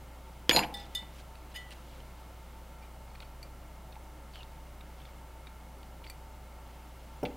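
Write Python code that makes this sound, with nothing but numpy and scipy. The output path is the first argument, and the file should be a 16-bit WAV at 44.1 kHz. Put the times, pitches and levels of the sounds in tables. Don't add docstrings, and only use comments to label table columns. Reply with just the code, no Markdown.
import sys
import numpy as np
from scipy import signal
from scipy.fft import rfft, irfft, next_fast_len
from scipy.io import wavfile
from scipy.ndimage import map_coordinates

SR = 44100
rng = np.random.default_rng(int(sys.argv[2]) if len(sys.argv) > 2 else 0)


def volts_from_decibels(level):
    exponent = np.asarray(level, float) / 20
    return 10 ** exponent


def waveform_to_disk(signal):
    frames = np.transpose(np.atleast_2d(signal))
    scaled = np.clip(frames, -1, 1) * 32767
    samples = np.round(scaled).astype(np.int16)
    wavfile.write(sys.argv[1], SR, samples)


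N = 324576
T = np.arange(SR // 3) / SR

# [f/Hz, rms level/dB]
HUM = [(60.005, -50), (20, -71), (82.1, -71), (136.8, -74), (155.9, -76), (240, -75), (300, -77)]
# [f/Hz, density/dB per Hz]
AIR = [(10, -31), (24, -26.5), (38, -13), (48, -26.5), (70, -15.5), (110, -15), (135, -13), (267, -20.5),
       (450, -26), (560, -19.5), (889, -21.5), (1720, -30.5), (2400, -34.5), (5000, -39), (16000, -41.5)]
# [f/Hz, width/Hz, level over the air noise/dB]
CASING = [(139, 23.4, 1.5), (304, 12.5, 7), (384.3, 52, 5.5), (526, 54, 4), (750, 10.6, 6.5),
          (892.2, 34.5, 11), (1050, 14, -2), (1120, 18, 1.5), (1253, 18, 6), (1357, 35, 10),
          (2150, 114, 8.5), (2900, 300, 4)]
# [f/Hz, density/dB per Hz]
APART = [(24, -60.5), (40, -28), (185, -3.5), (852, -15.5), (1760, -19.5), (2630, -18), (5720, -13),
         (16000, -15)]
# [t/s, level/dB]
SLEEVE = [(0.0, -64), (0.53, -64), (0.67, -60.5), (0.88, -64), (0.96, -60), (1.35, -64), (1.52, -63),
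          (1.76, -61.5), (2.87, -65), (4.78, -65), (4.94, -64), (5.27, -65.5), (6.6, -65.5), (6.8, -64),
          (7.22, -63.5), (7.36, -62.5)]
# [f/Hz, density/dB per Hz]
CLOTH = [(500, -18.5), (1500, -0.5), (3000, 1.5), (6000, -9), (14000, -14)]
# [f/Hz, t60/s]
ROOM = [(150, 0.86), (1000, 0.55), (4000, 0.19), (12000, 0.29)]

# [f/Hz, width/Hz, level/dB]
BENCH_FAR = [(150.8, 82, -8.5), (203, 97, -9), (320.2, 69, -6), (503, 37, -6.5), (695, 66, -4),
             (818.5, 29, -7.5), (900, 72, -4.5), (1046, 260, -13.5), (1450, 100, -15)]
# [f/Hz, width/Hz, level/dB]
BENCH_NEAR = [(124, 67, -9), (244, 89, -0.5), (480, 115, -1.5), (764, 160, -5.5), (970, 280, -13),
              (1420, 350, -22.5)]
# [f/Hz, width/Hz, level/dB]
DROP_CONTACT = [(1400, 940, 2.5), (2400, 1250, 8), (4400, 2700, -0.5)]
# [f/Hz, width/Hz, level/dB]
TOWEL_CONTACT = [(1500, 600, -4), (2180, 580, 7.5), (2900, 940, 4.5), (3600, 500, 0.5)]
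# [f/Hz, width/Hz, level/dB]
BIT = [(1400, 630, 7), (2420, 1000, 6), (3280, 820, 5), (4400, 690, 3)]

# [t/s, peak level/dB, clack f/Hz, bench thud level/dB]
DROP_STEEL = [
    (.494, -3.5, 3180, -31),
    (.49492, -9.5, 3260, -24),
    (.5102, -14, 2910, -36),
    (.5628, -9, 4130, -19),
    (.5911, -17.5, 2740, -22.5),
    (.638, -34.5, 3000, -39),
    (.643, -45, 2900, -35),
]
# [t/s, peak level/dB, clack f/Hz, bench thud level/dB]
DROP_HANDLE = [(0.5007, -12.5, 3360, -29.5), (.512, -15.5, 2260, -37), (.517, -23, 2260, -25),
               (.531, -23, 2400, -23), (.549, -25, 2650, -21.5), (.5695, -13, 4230, -23.5),
               (.574, -21.5, 4070, -21), (.583, -26, 3950, -30.5), (.613, -41, 2980, -29.5),
               (0.627, -28, 2330, -30.5), (.634, -26, 2400, -29)]
# [t/s, peak level/dB, clack f/Hz, bench thud level/dB]
LAID_STEEL = [
    (7.2325, -43, 5440, -30.5),
]
# [t/s, peak level/dB, clack f/Hz, bench thud level/dB]
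LAID_HANDLE = [
    (7.2296, -40, 2480, -33),
    (7.239, -58, 2000, -36),
    (7.253, -27, 2730, -48),
    (7.253, -32.5, 3470, -48),
    (7.2564, -35, 2190, -39),
    (7.268, -57, 2200, -40),
    (7.30, -56, 2500, -43.5),
]
FIRST_T60_S, T60_GROWS, LAST_T60_S = 0.0092, 0.86, 0.021

SOCKET_HZ = [4167, 4893, 6923, 9216, 10490, 11510, 14660, 7180, 4900, 11510, 14670, 4170]
# [level/dB, start t/s, rise/s, damped from t/s, t60 once damped/s]
SOCKET = [(-33.5, .525, 0.02, .585, 0.076), (-32, .522, .04, 0.58, 0.21), (-33.5, .512, .009, .568, .04),
          (-42.5, .505, 0.034, 0.58, .08), (-48.5, .505, .01, .585, .3), (-40, .495, .04, 0.59, .09),
          (-43, .5, .012, .518, .07), (-47, .563, .002, 0.567, .15), (-34, .497, .01, .515, .05),
          (-58, .615, .02, 0.69, .08), (-46, .548, .012, .565, .2), (-59, 0.54, .01, .63, .3)]
FREE_T60_S = 1.5

# [t/s, f/Hz, level/dB, t60/s]
PINGS = [(.494, 4900, -14.5, 0.0083), (.494, 5500, -24, 0.0089), (.592, 7200, -31.5, 0.048),
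         (0.639, 7150, -54, 0.045), (.7415, 1736, -56, 0.39), (.7415, 1960, -49, 0.34),
         (1.565, 3200, -56, 0.6), (1.55, 1860, -46, .06), (.8, 4970, -51, 0.12), (.95, 6560, -43, .05),
         (.795, 14060, -63, 0.074), (.797, 7800, -59, .08)]
# [t/s, f/Hz, level/dB, t60/s]
SLIDES = [(.7403, 4500, -38, .006), (.742, 9500, -55, .15), (.772, 3456, -52, .1), (.797, 3854, -50, .06),
          (.772, 5800, -57, 0.077), (.76, 3500, -58, .7), (.96, 3590, -57, 0.37), (1.543, 2850, -46, .03),
          (1.543, 9500, -55, .12), (1.545, 11690, -60, .1), (1.55, 4970, -54, .1), (1.575, 1900, -56, .45),
          (1.56, 2974, -50, .2), (1.707, 9200, -50, .02)]
# [t/s, f/Hz, level/dB, t60/s]
BOOMS = [(0.4942, 339, -21, 0.054), (.4945, 480, -22, 0.047), (.549, 334, -24, 0.044),
         (.549, 500, -25, 0.049), (.564, 1000, -24, .03), (.567, 700, -27, 0.072), (.573, 881, -19, 0.049),
         (.585, 912, -21.5, 0.06), (.57, 150.6, -35.5, 0.34), (.58, 200, -36, 0.32),
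         (.6, 1050, -32.5, 0.095), (.612, 309, -32, 0.11), (.615, 800, -36, 0.089), (.642, 845, -35, 0.13),
         (.7, 883, -41, .1), (.722, 812, -46.5, 0.57), (1.02, 189, -46.5, 0.15), (7.2295, 269, -29, .07),
         (7.2297, 490, -38, .04), (7.238, 480, -30, .04), (7.235, 177, -37.5, .15), (7.24, 110, -44, .2),
         (7.266, 300, -34, .1), (7.284, 239, -40, .1)]
# [t/s, f/Hz, level/dB, t60/s]
SETTLES = [(7.232, 9200, -57, .09), (7.254, 9350, -58, .032), (7.233, 10500, -53, .025),
           (7.234, 15200, -49, .07), (7.234, 5760, -57, .05), (7.2535, 2650, -39, .05)]
# [t/s, f/Hz, level/dB, t60/s]
SPITS = [(.494, 6450, -24, .014), (.494, 9340, -37.5, .019), (.494, 11600, -34, .02),
         (.494, 12850, -36, .02), (.51, 8300, -42.5, .03), (.51, 12400, -42, .025), (.563, 7262, -36, .035),
         (.563, 8683, -42.5, .025), (.563, 11660, -38, 0.022), (.563, 14710, -38, .025)]

# [t/s, length/s, level/dB, f/Hz]
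RUSTLES = [(.497, 0.049, -47, 2280), (.565, .06, -44, 2080), (.745, .13, -52.5, 4200),
           (.83, 0.17, -69, 3500), (1.5, 0.042, -64, 3700), (1.54, 0.043, -52.5, 3300),
           (1.87, 0.13, -60.5, 4040), (2.82, 0.039, -65, 2900), (4.335, .09, -61, 4200),
           (4.97, 0.13, -66, 4000), (1.543, .05, -62, 10000), (.745, .13, -62, 2950),
           (.595, .06, -48, 1900), (6.63, 0.19, -62, 3200)]
# [t/s, length/s, level/dB, f/Hz]
BRUSHES = [
    (1.13, 0.093, -58.5, 6000),
    (1.181, 0.033, -58.5, 4760),
    (1.703, .036, -53.5, 5000),
]
# [t/s, length/s, level/dB, f/Hz]
GRINDS = [(4.334, 0.05, -59, 3800), (4.385, .04, -64, 3800), (4.975, .065, -65, 3470),
          (5.05, 0.037, -66, 3800), (3.22, 0.015, -60.5, 3300), (6.038, .014, -61, 3300),
          (6.062, .008, -61.5, 3500), (.632, .02, -47.5, 2900), (7.253, .012, -52, 3500)]
# [t/s, length/s, level/dB, start f/Hz, end f/Hz]
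SQUEAKS = [
    (1.708, 0.025, -64, 2900, 2700),
    (4.335, .022, -63.5, 3100, 3150),
    (4.362, .02, -60, 3030, 3100),
    (4.386, 0.044, -60, 3030, 2700),
    (4.338, .075, -73, 4500, 4200),
]
SAG, RUSTLE_OCT, BRUSH_OCT, SQUEAK_OCT, GRIND_OCT = .86, 0.48, .8, 0.09, 0.23

LONG_HZ = [3548, 3601, 3900, 4280, 4970, 5373, 6180, 7375, 8037, 9450, 10590, 12150, 13200, 15300]
SHORT_HZ = [1976, 2974, 4970, 4280, 6470, 6891, 7070, 7800, 8775, 10140, 11690, 14060, 1736]
# [level/dB, t60/s]
LONG = [(-0.5, 0.17), (1, 0.18), (-21, .22), (-22, 0.16), (-15, 0.11), (-23, 0.16), (-14, .07), (-20, .1),
        (-21.5, .2), (-7.5, 0.06), (-20, 0.089), (-9, 0.048), (-19, 0.044), (-22, .06)]
# [level/dB, t60/s]
SHORT = [(-4.5, 0.31), (-1, 0.23), (-11, 0.13), (-19, .23), (-15, .08), (-11.5, 0.14), (-15, .1), (-25, .1),
         (-12.5, 0.1), (-16, .076), (-10.5, .079), (-24, .05), (-24, 0.28)]
# [t/s, level/dB]
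CLINKS = [
    [(.7405, -33), (.7435, -34), (.7715, -44), (.792, -49), (.8, -45), (.833, -53), (.852, -60)],
    [(.9485, -43), (.9497, -26.5)],
    [(1.543, -52), (1.5484, -46), (1.553, -41)],
    [(1.5594, -35.5), (1.565, -43)],
]
# [long shaft/dB, its twin mode/dB, its treble/dB, short shaft/dB, share of the free t60]
SPOTS = [(5, -7.5, -7, -20, 0.62), (0, 2, 0, -7.5, 0.99), (-4, -15, -3, -4, 0.9), (-16, -1, 10, 0, 1.12)]
TREBLE_HZ = 5500

# [t/s, peak level/dB, f/Hz, t60/s]
TICKS = [(1.0234, -42, 2100, .015), (1.3542, -45, 2540, .012), (1.3542, -49, 4500, .015),
         (1.708, -42, 2800, .015), (1.715, -46, 2930, .015), (1.7195, -43, 2630, .012),
         (2.003, -44.5, 3050, .015), (3.104, -53, 4300, .015), (3.1516, -44, 2350, .01),
         (3.1516, -44, 1200, .015), (3.1562, -46, 2410, .015), (3.1562, -50, 4400, .015),
         (3.203, -41, 3760, .015), (3.203, -44, 2480, .015), (3.203, -46, 4400, .015),
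         (3.222, -50, 4400, .015), (3.225, -45, 2260, .015), (3.228, -48, 3200, .015),
         (3.23, -44, 1400, .02), (3.429, -42.5, 4520, .02), (3.925, -46.5, 3730, .01),
         (3.928, -51, 3750, .02), (3.928, -50, 2600, .015), (3.9557, -46, 2220, .01),
         (3.9557, -50.5, 3700, .01), (4.3362, -49, 4500, .03), (4.3565, -36, 3080, .008),
         (4.431, -42.5, 3770, .015), (4.431, -47, 4300, .015), (4.8094, -46, 3750, 0.027),
         (4.8092, -49, 2400, .02), (5.003, -51, 2970, .015), (5.017, -50, 3400, .015),
         (5.053, -48, 2240, .02), (5.053, -49.5, 3600, .03), (5.088, -51, 2260, .03),
         (5.4704, -43, 3750, 0.025), (5.4706, -44.5, 2370, .025), (5.477, -49.5, 2370, .02),
         (5.8306, -44.5, 3200, .007), (5.8315, -48, 4300, .012), (6.041, -43, 2500, .012),
         (6.0488, -44, 2280, 0.014), (6.067, -41, 2130, .012), (6.0987, -39, 4510, .02),
         (6.0996, -42, 2000, .01), (6.5245, -51.5, 2240, .015)]
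TICK_T60_S, TICK_CRACK_DB, TICK_GRIT_DB, TICK_RING_DB = 0.014, -19, -4, -2
# [t/s, level/dB, f/Hz]
KNOCKS = [
    (1.03, -37, 900),
    (3.965, -34, 866),
    (6.0183, -36.5, 924),
]
KNOCK_T60_S = 0.035
# [t/s, level/dB, lowest mode level/dB, treble modes level/dB]
SEATS = [(2.8237, -60.5, 10, -12), (3.247, -62, -11, -11), (3.429, -44, -4, -3.5), (5.47, -66, 5, -16),
         (6.048, -55, 1, -12), (6.073, -47, -10, -14), (6.0988, -41, -5, 0.5)]
# [f/Hz, level/dB, t60/s]
CASTING = [(2370, -4, 0.097), (4550, -3, 0.068), (4840, -10, 0.059), (6000, -16, .07), (7230, -15, 0.06),
           (7920, -4, 0.021), (8880, -11, 0.032), (9970, -16.5, 0.035), (12500, -10, 0.045),
           (12860, -17, .045), (14000, -12, .03)]
TOP_HZ = 15830


def unit(x):
    return x / np.sqrt(np.mean(x ** 2) + 1e-20)


def along(points, hz):
    f, v = np.transpose(points)
    return np.interp(np.log(hz + 1), np.log(f + 1), v)


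def wobble(rate):
    knots = rng.standard_normal(int(N * rate / SR) + 4)
    return map_coordinates(knots, [np.arange(N) * rate / SR])


def filtered(x, response):
    m = next_fast_len(len(x) + SR // 2)
    return irfft(rfft(x, m) * response(np.fft.rfftfreq(m, 1 / SR)), m)[:len(x)]


def modes(peaks):
    def response(f):
        return sum((-1) ** k * volts_from_decibels(db) * 1j * f * w / (c * c - f * f + 1j * f * w)
                   for k, (c, w, db) in enumerate(peaks))
    return response


def fade(t60):
    return volts_from_decibels(-60 * T / max(t60, .002))


def ring(hz, t60):
    return np.sin(2 * np.pi * hz * T) * fade(t60) * (1 - np.exp(-T / 0.0001))


def add(x, s, sound):
    part = x[round(s * SR):][:len(sound)]
    part += sound[:len(part)]


def heater():
    t = np.arange(N) / SR

    def colour(f):
        bumps = sum(db / (1 + (2 * (f - c) / w) ** 2) for c, w, db in CASING)
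        return volts_from_decibels(along(AIR, f) + bumps)

    air = volts_from_decibels(-53.5) * unit(filtered(rng.standard_normal(N), colour))
    fan = volts_from_decibels(-54.5 + 2.5 * wobble(4)) * np.sin(2 * np.pi * 28.55 * t + .8 * wobble(1.5))
    hum = sum(volts_from_decibels(db + 3) * np.sin(2 * np.pi * hz * t + 1.24) for hz, db in HUM)
    return air + fan + hum


def sleeves():
    s, db = np.transpose(SLEEVE)
    power = volts_from_decibels(2 * np.interp(np.arange(N) / SR, s, db))
    over = np.sqrt(np.clip(power - volts_from_decibels(2 * -66.5), 0, 1))
    cloth = unit(filtered(rng.standard_normal(N), lambda f: volts_from_decibels(along(CLOTH, f))))
    return over * volts_from_decibels(-0.5 + 0.72 * wobble(15)) * cloth


def cracks(rows, t60, grit_db, band):
    mid, top = np.zeros(N), np.zeros(N)
    size = SR // 10
    for s, db, life, crack_db in rows:
        add(mid, s, volts_from_decibels(db + grit_db) * fade(1.32 * life)[:size] * rng.standard_normal(size))
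        add(top, s, volts_from_decibels(db + crack_db + 1.5) * fade(t60)[:size] * rng.standard_normal(size))
    mid = filtered(filtered(mid, modes(band)), modes([(3000, 6400, 0.0014)]))
    treble = modes([(10500, 10800, 0)])
    return mid + filtered(filtered(top, treble), treble)


def driver(steel, handle, bench, band, thud_t60, thud_gain_db, grit_db, steel_db, handle_db):
    clack, push, contacts = np.zeros(N), np.zeros(N), []
    first = min(steel + handle)[0]
    for rows, crack_db in ((steel, steel_db), (handle, handle_db)):
        for s, db, hz, thud_db in rows:
            t60 = min(FIRST_T60_S + T60_GROWS * (s - first), LAST_T60_S)
            overtone = 0.18 * ring(1.51 * hz, 0.25 * t60)
            undertone = 0.12 * ring(0.62 * hz, 1.4 * t60)
            add(clack, s, volts_from_decibels(db - 1.5) * (ring(hz, t60) + overtone + undertone))
            rattle = fade(thud_t60) * rng.standard_normal(len(T))
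            blow = 2 * fade(0.0019)
            add(push, s, volts_from_decibels(thud_db + thud_gain_db) * (rattle - blow))
            contacts.append((s, db, t60, crack_db))
    thud = filtered(push, lambda f: modes(bench)(f) * (1j * f / (90 + 1j * f)) ** 2)
    return clack + cracks(contacts, 0.011, grit_db, band) + thud


def loose_modes():
    out = np.zeros(N)
    for s, hz, db, t60 in PINGS + SLIDES + BOOMS + SETTLES + SPITS:
        add(out, s, volts_from_decibels(db) * ring(hz, t60))
    return out


def socket():
    out = np.zeros(N)
    for hz, (db, s, rise, damped_s, lying) in zip(SOCKET_HZ, SOCKET):
        swell = np.sin(np.pi / 2 * np.clip(T / rise, 0, 1)) ** 2
        damped = volts_from_decibels(-60 * np.clip(T + s - damped_s, 0, 1) / lying)
        add(out, s, volts_from_decibels(db) * swell * damped * ring(hz, FREE_T60_S))
    return out * volts_from_decibels(1.6 * wobble(70.3))


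def rubs(count=130):
    out, t = np.zeros(N), T[:SR // 100]
    strokes = []
    for rows, spread in ((RUSTLES, RUSTLE_OCT), (BRUSHES, BRUSH_OCT), (GRINDS, GRIND_OCT)):
        strokes += [(s, length, db, hz, SAG * hz, spread) for s, length, db, hz in rows]
    strokes += [(s, length, db - 4, *hz, SQUEAK_OCT) for s, length, db, *hz in SQUEAKS]
    for s, length, db, start_hz, end_hz, spread in strokes:
        where, pitch, size = rng.random(count), rng.standard_normal(count), rng.exponential(size=count)
        drift = start_hz + (end_hz - start_hz) * where
        hz = np.clip(drift * 2 ** (spread * pitch), 300, 15500)
        cycles = 3.2 + 0.2 / spread
        for u, f, g in zip(where, hz, size):
            level = volts_from_decibels(db + 0.5 + 0.81 * g) * np.sin(np.pi * u) ** .5
            add(out, s + u * length, level * np.sin(2 * np.pi * f * t) * np.exp(-t * f / cycles))
    return out


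def shaft(modes_hz, levels, extra_db, free):
    sound = np.zeros(len(T))
    for k, (hz, (db, t60), more) in enumerate(zip(modes_hz, levels, extra_db)):
        held_and_free = ring(hz, 0.96 * free * t60) + 0.23 * ring(hz, 1.65 * free * t60)
        sound += (-1) ** k * volts_from_decibels(db + more) * held_and_free
    return sound


def shafts():
    out, hz = np.zeros(N), np.array(LONG_HZ)
    for hits, (long_db, twin_db, treble_db, short_db, free) in zip(CLINKS, SPOTS):
        extra_db = long_db + twin_db * (hz == hz[1]) + treble_db * (hz > TREBLE_HZ)
        sound = shaft(hz, LONG, extra_db, free)
        sound = sound + shaft(SHORT_HZ, SHORT, np.full(len(SHORT), short_db), free)
        for s, db in hits:
            fizz = np.diff(rng.standard_normal(len(T) + 1))
            add(out, s, volts_from_decibels(db - 7.5) * (sound + .09 * fade(.06) * fizz))
    return out


def screw():
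    out = np.zeros(N)
    for s, db, hz, t60 in TICKS:
        add(out, s, volts_from_decibels(db + TICK_RING_DB) * ring(hz, t60))
    for s, db, hz in KNOCKS:
        add(out, s, volts_from_decibels(db - 6.5) * ring(hz, KNOCK_T60_S))
    for s, db, low_db, treble_db in SEATS:
        body = sum(volts_from_decibels(level + low_db * (c < 3000) + treble_db * (c > 5500)) * ring(c, life)
                   for c, level, life in CASTING)
        contact = fade(0.019)[:300] * rng.standard_normal(300)
        contact[0] = 20
        add(out, s, volts_from_decibels(db) * np.convolve(body[:SR // 6], contact / np.linalg.norm(contact)))
        add(out, s, volts_from_decibels(db + treble_db - 7) * fade(0.032) * rng.standard_normal(len(T)))
    contacts = [(s, db, TICK_T60_S, TICK_CRACK_DB) for s, db, *_ in TICKS]
    return out + cracks(contacts, .015, TICK_GRIT_DB, BIT)


def squeal():
    out, slips = np.zeros(N), volts_from_decibels(5.0 * wobble(300))
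    for s, length, db, start_hz, end_hz in SQUEAKS:
        u = np.arange(round(length * SR)) / (length * SR)
        cycles = length * (start_hz * u + (end_hz - start_hz) * u ** 2 / 2)
        add(out, s, volts_from_decibels(db + 4.5) * np.sin(np.pi * u) ** .5 * np.sin(2 * np.pi * cycles))
    return out * slips


def room(x):
    hz, t, z = signal.stft(rng.standard_normal(SR // 2), SR, nperseg=256)
    tail = signal.istft(z * volts_from_decibels(-60 * t / along(ROOM, hz)[:, None]), SR, nperseg=256)[1]
    late = np.pad(x, (260, 0))
    return signal.fftconvolve(late, tail / np.linalg.norm(tail))[:N]


def scene():
    dropped = driver(DROP_STEEL, DROP_HANDLE, BENCH_FAR, DROP_CONTACT, thud_t60=0.1, thud_gain_db=11.5,
                     grit_db=-6.0, steel_db=-20, handle_db=-37)
    laid = driver(LAID_STEEL, LAID_HANDLE, BENCH_NEAR, TOWEL_CONTACT, thud_t60=0.13, thud_gain_db=16.5,
                  grit_db=-1, steel_db=-3.0, handle_db=-38)
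    near = dropped + laid + loose_modes() + socket() + rubs() + shafts() + screw() + squeal()
    mono = near + volts_from_decibels(-13.5) * room(near) + heater() + sleeves()
    return np.array([mono, mono])


def roll_off(x):
    return signal.sosfilt(signal.butter(12, 16820, fs=SR, output="sos"), x)


def record(dry):
    side = volts_from_decibels(-75.5) * unit(filtered(rng.standard_normal(N), lambda f: volts_from_decibels(along(APART, f))))
    side = side + volts_from_decibels(-47) * np.roll(dry[0], 40)
    pair = [filtered(x, lambda f: np.where(f < TOP_HZ, 1, volts_from_decibels(-40.5))) for x in dry + [side, -side]]
    return roll_off(np.array(pair))


dry = scene()
out = record(dry)
waveform_to_disk(out)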